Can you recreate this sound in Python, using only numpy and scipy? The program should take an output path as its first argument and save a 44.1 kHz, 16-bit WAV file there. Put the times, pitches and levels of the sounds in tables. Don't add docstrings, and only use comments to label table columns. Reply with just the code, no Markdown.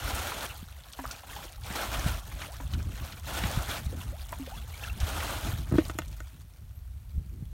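import sys
import numpy as np
from scipy import signal
from scipy.io import wavfile

SR = 44100
rng = np.random.default_rng(int(sys.argv[2]) if len(sys.argv) > 2 else 0)


def master_out(mix):
    frames = np.transpose(np.atleast_2d(mix))
    ceiling = np.clip(frames, -1, 1)
    pcm = np.round(ceiling * 32767).astype(np.int16)
    wavfile.write(sys.argv[1], SR, pcm)


N = 332059
TIME = np.arange(N) / SR
CUTOFF_HZ = 15800

# time in seconds, relative plop level in dB, delay of the deep gulp in seconds, its relative level in dB.
DIPS = [(.99, -30.5, 0.0012, -33.5), (2.601, -37.5, 0.0028, -43), (4.326, -31, .071, -34)]
# start in seconds, relative level in dB, pitch in Hz.
BUFFETS = [(.628, -26.5, 180), (1.704, -23, 172), (2.062, -12, 135), (3.437, -18.5, 191), (3.574, -14, 134),
           (3.866, -22, 128), (4.968, -28, 101), (5.03, -17, 70), (5.533, -20.5, 104), (7.178, -16.5, 74),
           (7.424, -25, 143)]


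def from_db(db):
    return 10 ** (np.asarray(db) / 20)


def power_sum(parts):
    return 10 * np.log10(sum(from_db(np.maximum(part, -120)) ** 2 for part in parts))


def rms_one(x):
    return x / np.sqrt(np.mean(x ** 2) + 1e-20)


def band(x, low_hz, high_hz, order=2):
    high_hz = min(high_hz, .45 * SR)
    low_hz = min(low_hz, high_hz / 1.05)
    sos = signal.butter(order, [low_hz, high_hz], "band", fs=SR, output="sos")
    return signal.sosfilt(sos, x + 1e-18)


def quarter_octaves(spectrum):
    edges = 20 * 2 ** (np.arange(40) / 4)
    hz = np.sqrt(edges[1:] * edges[:-1])
    inside = (hz > spectrum[0][0]) & (edges[:-1] < spectrum[-1][0])
    point_hz, point_db = np.transpose(spectrum)
    density_db = np.interp(np.log(hz), np.log(point_hz), point_db)
    gain = from_db(density_db) * np.sqrt(np.diff(edges)) * inside
    return np.column_stack([edges[:-1], edges[1:], hz, gain / np.linalg.norm(gain)])[inside]


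def drift(rate_hz):
    pole = np.exp(-2 * np.pi * rate_hz * 40 / SR)
    noise = rng.standard_normal(N // 40 + 2002)
    slow = signal.lfilter([1], [1, -2 * pole, pole * pole], noise)[2000:]
    return np.interp(np.arange(N) / 40, np.arange(len(slow)), rms_one(slow))


def add(out, s, sound):
    start = max(int(s * SR), 0)
    out[start:start + len(sound)] += sound[:max(N - start, 0)]


def fade(t, t60):
    return np.exp(-np.log(1000) * t / max(t60, 1e-3))


def water_level():
    # landing in seconds, delay of the bulk in seconds,
    # length of the pour in seconds, relative level in dB, relative level of the last slosh in dB,
    # lead of the first spill over the rim in seconds.
    throws = [(-.018, 0.13, 0.43, -35, -36, 0.36), (1.674, 0.15, 0.41, -33.5, -39, 0.3),
              (3.277, .165, 0.47, -35, -39, 0.23), (5.017, 0.21, 0.46, -35, -47, 0.18)]
    # time in seconds, relative level in dB.
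    stirs = [(1.111, -47.5), (2.415, -44.5), (2.78, -50.5), (4.03, -51), (4.329, -51.5), (4.529, -55),
             (5.8, -48)]
    front_db, attack_db_per_s, sag_db_per_s, release_db_per_s = -6.5, 320, 20.5, 126.5
    spill_db, spill_db_per_s, wash_db, wash_db_per_s = -11.5, 74, -19, 19.5
    slosh_db_per_s = 128.5
    stir_rise_db_per_s, stir_fall_db_per_s = 99.5, 72.5
    lap_db, work_ends_s, settle_db_per_s, rest_db = -58.5, 6.13, 41, -72.5

    lapping = lap_db - settle_db_per_s * np.maximum(TIME - work_ends_s, 0)
    parts = [np.full(N, rest_db), lapping]
    for s, bulk_s, pour_s, db, slosh_db, spill_s in throws:
        t = TIME - s
        arrival = db + attack_db_per_s * np.minimum(t, 0)
        since_end = np.maximum(t - pour_s, 0)
        swell = np.interp(t, [0, bulk_s], [front_db, 0]) - sag_db_per_s * np.maximum(t - bulk_s, 0)
        parts.append(db + spill_db - spill_db_per_s * np.abs(t + spill_s))
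        parts.append(arrival + swell - release_db_per_s * since_end)
        parts.append(slosh_db - slosh_db_per_s * np.abs(t - pour_s))
        parts.append(arrival + wash_db - wash_db_per_s * since_end)
    for s, db in stirs:
        parts.append(db - np.maximum(stir_rise_db_per_s * (s - TIME), stir_fall_db_per_s * (TIME - s)))
    return power_sum(parts)


def splashing(water_db, drops_per_s=4000, size_db=2.0, mist=0.52, clump_db=2.0, patchy_db=2.0,
              trickle_db=2.5, level_db=0.69, darken=0.11):
    # frequency in Hz, relative density in dB per Hz.
    splash_colour = [(150, -9), (280, -2.5), (420, -7), (620, -0.5), (860, -0.5), (1050, -4), (1350, 0.5),
                     (1800, -7), (2350, -7), (3400, -6), (5000, -12.5), (7000, -13), (12500, -15.5),
                     (16000, -18.5)]
    flow_db = water_db + 38
    rate = drops_per_s * from_db(flow_db)
    sizes = from_db(size_db * np.minimum(rng.exponential(1, N), 4)) * rng.choice([-1, 1], N)
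    hits = rng.random(N) < rate / SR
    drops = rms_one(sizes * hits / np.sqrt(rate))
    uneven_db = patchy_db + trickle_db * np.clip(-flow_db / 10, 0, 1)
    clumps = drift(15.5)
    out = 0
    for low, high, hz, gain in quarter_octaves(splash_colour):
        grains = drops * (rng.random(N) < .5) + mist * rng.standard_normal(N)
        band_db = water_db + level_db - darken * flow_db * np.log2(hz / 2000)
        fine = np.clip(np.log(hz / 2500) / np.log(8000 / 2500), 0, 1)
        band_db = band_db + clump_db * clumps + uneven_db * (1 - fine / 2) * drift(44)
        out = out + gain * rms_one(band(grains, low, high)) * from_db(band_db)
    return out


def bubble(hz, t60, rise, swell_s):
    t = TIME[:int(max(t60, .005) * SR)]
    pitch = np.minimum(hz * 2 ** (rise * t), CUTOFF_HZ)
    tone = np.sin(2 * np.pi * np.cumsum(pitch) / SR)
    return tone * fade(t, t60) * (1 - np.exp(-t / swell_s))


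def free_rise(hz):
    return 16 * 600 / hz


def froth(water_db, count=1300, mean_rise=7.9):
    level_db, follow, spread_db, small_db, cycles = -38, .72, 2.6, -4.5, 20
    out = np.zeros(N)
    for (when, size, lift), luck in zip(rng.random((count, 3)), rng.standard_normal(count)):
        hz = 560 * 6 ** size
        at = int(when * N)
        still_db = min(water_db[at] + 55, 0)
        flow_db = follow * (water_db[at] + 38)
        gain = from_db(level_db + flow_db + still_db + small_db * size + spread_db * min(luck, 1.8))
        add(out, at / SR, gain * bubble(hz, cycles / hz, 2 * mean_rise * lift, swell_s=0.0018))
    return out


def spatter(water_db, count=420, width=1.22):
    level_db, follow, spread_db, t60 = -38, .5, 3.5, .006
    out = np.zeros(N)
    t = TIME[:SR // 50]
    for (when, size), luck in zip(rng.random((count, 2)), rng.standard_normal(count)):
        hz = 2800 * 5.1 ** size
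        at = int(when * N)
        still_db = min(water_db[at] + 56, 0)
        flow_db = follow * (water_db[at] + 38)
        gain = from_db(level_db + flow_db + still_db + spread_db * min(luck, 2))
        tick = rms_one(band(rng.standard_normal(len(t)), hz / width, hz * width, order=1))
        add(out, at / SR, gain * tick * fade(t, t60))
    return out


def gurgle(per_dip=12, centre_s=0.075, spread_s=.3, level_db=-49.5, vary_db=5.5):
    low_hz, high_hz, cycles = 393, 1394, 29
    out = np.zeros(N)
    for s, *_ in DIPS:
        for when, size, luck in rng.uniform(-1, 1, (per_dip, 3)):
            hz = low_hz * (high_hz / low_hz) ** ((size + 1) / 2)
            tone = bubble(hz, cycles / hz, free_rise(hz), swell_s=.003)
            add(out, s + centre_s + spread_s * when, from_db(level_db + vary_db * luck) * tone)
    return out


def air_pockets():
    # start in seconds, relative level in dB, pitch in Hz, t60 in seconds.
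    single_bubbles = [(1.054, -29, 1230, 0.015), (1.107, -37, 1370, .037), (1.236, -38.5, 735, 0.047),
                      (2.484, -46, 548, 0.34), (2.738, -32, 2970, 0.0091), (3.928, -37, 455, 0.064),
                      (4.127, -45, 511, 0.23), (4.475, -42, 502, 0.073), (4.518, -41.5, 715, 0.16),
                      (4.576, -41, 3330, 0.053), (4.738, -41, 2230, 0.065), (4.897, -40.5, 2660, 0.066)]
    # Hz, t60 in seconds, glide in octaves per second (the gulp sinks)
    plop, deep_gulp = (930, 0.041, 5.7), (277, 0.18, -2.0)
    plops = [(s, db, *plop) for s, db, _, _ in DIPS]
    deep = [(s + later_s, db, *deep_gulp) for s, _, later_s, db in DIPS]
    single = [(s, db, hz, t60, free_rise(hz)) for s, db, hz, t60 in single_bubbles]
    return plops + deep + single


def gulps(level_db=2.0, swell_s=0.00032):
    out = np.zeros(N)
    for s, db, hz, t60, rise in air_pockets():
        tone = bubble(hz, t60, rise, swell_s)
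        wobble = from_db(2.6 * drift(hz / 12)[:len(tone)])
        add(out, s, from_db(db + level_db) * tone * wobble)
    return out


def slaps(spread=1.39, grain_db=3.0, swell_share=0.021, level_db=-2.0):
    # start in seconds, relative level in dB, centre in Hz, t60 in seconds.
    water_slaps = [(.146, -33, 8000, 0.13), (.319, -27, 1170, 0.043), (.932, -36.5, 3700, 0.034),
                   (1.039, -33.5, 893, 0.072), (1.11, -31.5, 4800, 0.066), (2.417, -29.5, 1980, .044),
                   (2.735, -32, 2760, 0.046), (3.122, -37, 2760, 0.063), (3.436, -23, 1940, 0.042),
                   (4.018, -34, 9500, 0.0075), (4.321, -34, 10000, 0.021), (4.461, -42, 2500, .05),
                   (5.001, -30.5, 4120, 0.047), (5.203, -29.5, 1440, .034), (5.715, -41.5, 900, 0.29),
                   (5.781, -31, 1760, 0.1), (5.882, -37, 8000, 0.023), (6.08, -42, 5600, 0.034),
                   (6.127, -41, 3800, 0.021)]
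    rim_slaps = [(s, db + 0.49, 850, 0.051) for s, db, _, _ in DIPS]
    out = np.zeros(N)
    t = TIME[:SR // 4]
    for s, db, hz, t60 in water_slaps + rim_slaps:
        grains = rng.standard_normal(len(t)) * from_db(grain_db * rng.standard_normal(len(t)))
        narrow = band(grains, hz / spread, hz * spread, order=1)
        burst = rms_one(band(narrow, 280, 3 * hz))
        swell = 1 - np.exp(-t / (swell_share * t60))
        add(out, s, from_db(db + level_db) * burst * fade(t, t60) * swell)
    return out


def bucket(crack_db=-9.5, crack_t60=0.026, vary_db=1.5, bounce=0.23, bounce_s=0.00326):
    # start in seconds, relative level in dB, lowest Hz, highest Hz.
    knocks = [(5.713, -24, 60.4, 260), (5.721, -9, 50, 129), (5.739, -9.5, 60, 142), (5.753, -8.5, 50, 120),
              (5.783, -8.5, 245, 450), (5.897, -26.5, 726, 3500), (5.951, -36.5, 150, 400),
              (5.987, -19.5, 900, 12900), (6.019, -30, 1790, 4000), (6.203, -33, 1030, 8100)]
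    # mode in Hz, relative level in dB, t60 in seconds.
    modes = [(92.5, -3.5, 0.038), (166, -1, 0.047), (319, 1.5, 0.041), (496, -11.5, .066),
             (606, -12, 0.056), (715, -5, 0.023), (922, -15, .054), (1290, -2, 0.02), (1473, -6, 0.032),
             (1860, -9.5, 0.019), (2100, -17, 0.04), (2780, -9, 0.011), (3460, -20, 0.037),
             (5730, -14, 0.01), (7000, -11, .02), (8000, -15, .015)]
    out = np.zeros(N)
    t = TIME[:SR // 4]
    for s, db, low_hz, high_hz in knocks:
        ring = np.zeros(len(t))
        for k, (hz, mode_db, t60) in enumerate(modes):
            strength = (-1) ** k * from_db(mode_db + vary_db * rng.standard_normal())
            ring += strength * np.sin(2 * np.pi * hz * t) * fade(t, t60)
        crack = from_db(crack_db) * rng.standard_normal(len(t)) * fade(t, crack_t60)
        blow = from_db(db) * band(ring + crack, low_hz, high_hz, order=1)
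        add(out, s, blow)
        add(out, s + bounce_s, bounce * band(blow, 30, 2500, order=1))
    return out


def banks(x, echo_db=-21.5, t60=0.1, top_hz=4500):
    t = TIME[:SR // 3]
    noise = band(rng.standard_normal(len(t)), 440, top_hz, order=1)
    scatter = noise * fade(t, t60) * (t > .006)
    return x + from_db(echo_db) * signal.fftconvolve(x, scatter / np.linalg.norm(scatter))[:N]


def wind_level(gust_db=-17.5, gust_db_per_s=107):
    # time in seconds, rumble level in dB.
    breeze = [(0.0, -31), (0.39, -45.5), (0.51, -41.5), (0.96, -52.5), (1.08, -42), (1.23, -51),
              (1.71, -38), (1.8, -47), (1.98, -35), (2.49, -42.5), (2.73, -30), (3.12, -42), (3.84, -36),
              (4.38, -41), (5.64, -34), (6.57, -49.5), (6.69, -44.5), (7.53, -39.5)]
    breeze_db = np.interp(TIME, *np.transpose(breeze))
    gusts = [db + gust_db - gust_db_per_s * np.abs(TIME - s) for s, db, _ in BUFFETS]
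    return power_sum([breeze_db] + gusts)


def wind(flutter_db=2.5, lump_db=5.5, brighten=0.15, buffet_cycles=3.9, buffet_db=4.0):
    # frequency in Hz, relative density in dB per Hz.
    rumble_colour = [(22, -33), (35, -6.5), (52, 5), (75, 3), (110, -3.5), (160, -14), (250, -22.5),
                     (400, -33.5), (600, -50)]
    rumble_db = wind_level() + flutter_db * np.tanh(drift(14.0))
    lumps = np.tanh(drift(7.0))
    out = 0
    for low, high, hz, gain in quarter_octaves(rumble_colour):
        octaves_up = np.clip(np.log2(hz / 70), 0, 2)
        tilt_db = brighten * (rumble_db - rumble_db.mean()) + lump_db * lumps
        band_db = rumble_db + octaves_up * tilt_db
        out = out + gain * rms_one(band(rng.standard_normal(N), low, high)) * from_db(band_db)
    t = TIME[:SR // 8]
    for s, db, hz in BUFFETS:
        shape = fade(t, buffet_cycles / hz) * (1 - np.exp(-t / 0.0026))
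        add(out, s, from_db(db + buffet_db) * np.sin(2 * np.pi * hz * t) * shape)
    return out


def field(level_db=-65.5):
    # frequency in Hz, relative density in dB per Hz.
    field_colour = [(180, -28), (300, -17), (484, 1.5), (696, 1), (6570, -10), (10300, -7), (12900, -6),
                    (15500, -9)]
    hiss = np.zeros(N)
    for low, high, _, gain in quarter_octaves(field_colour):
        hiss += gain * rms_one(band(rng.standard_normal(N), low, high))
    return from_db(level_db) * hiss


def insect(s=6.775, length_s=.022, hz=12950, width_hz=160, level_db=-64.0):
    rasp = rms_one(band(rng.standard_normal(N), hz - width_hz / 2, hz + width_hz / 2))
    return from_db(level_db) * rasp * np.exp(-.5 * ((TIME - s) / length_s) ** 2)


def scene():
    water_db = water_level()
    water = splashing(water_db) + froth(water_db) + spatter(water_db) + gurgle() + gulps() + slaps()
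    ditch = banks(water + bucket())
    return (ditch + wind() + field() + insect())[None]


def record(dry):
    # centre in Hz, width in Hz, depth in dB.
    port_dips = [(4920, 230, -4.5), (7620, 240, -7), (10450, 610, -6)]
    for hz, width_hz, depth_db in port_dips:
        peak = signal.lfilter(*signal.iirpeak(hz, hz / width_hz, fs=SR), dry)
        dry = dry - (1 - from_db(depth_db)) * peak
    return signal.sosfilt(signal.ellip(10, .1, 70, CUTOFF_HZ, fs=SR, output="sos"), dry)


dry = scene()
out = record(dry)
master_out(out)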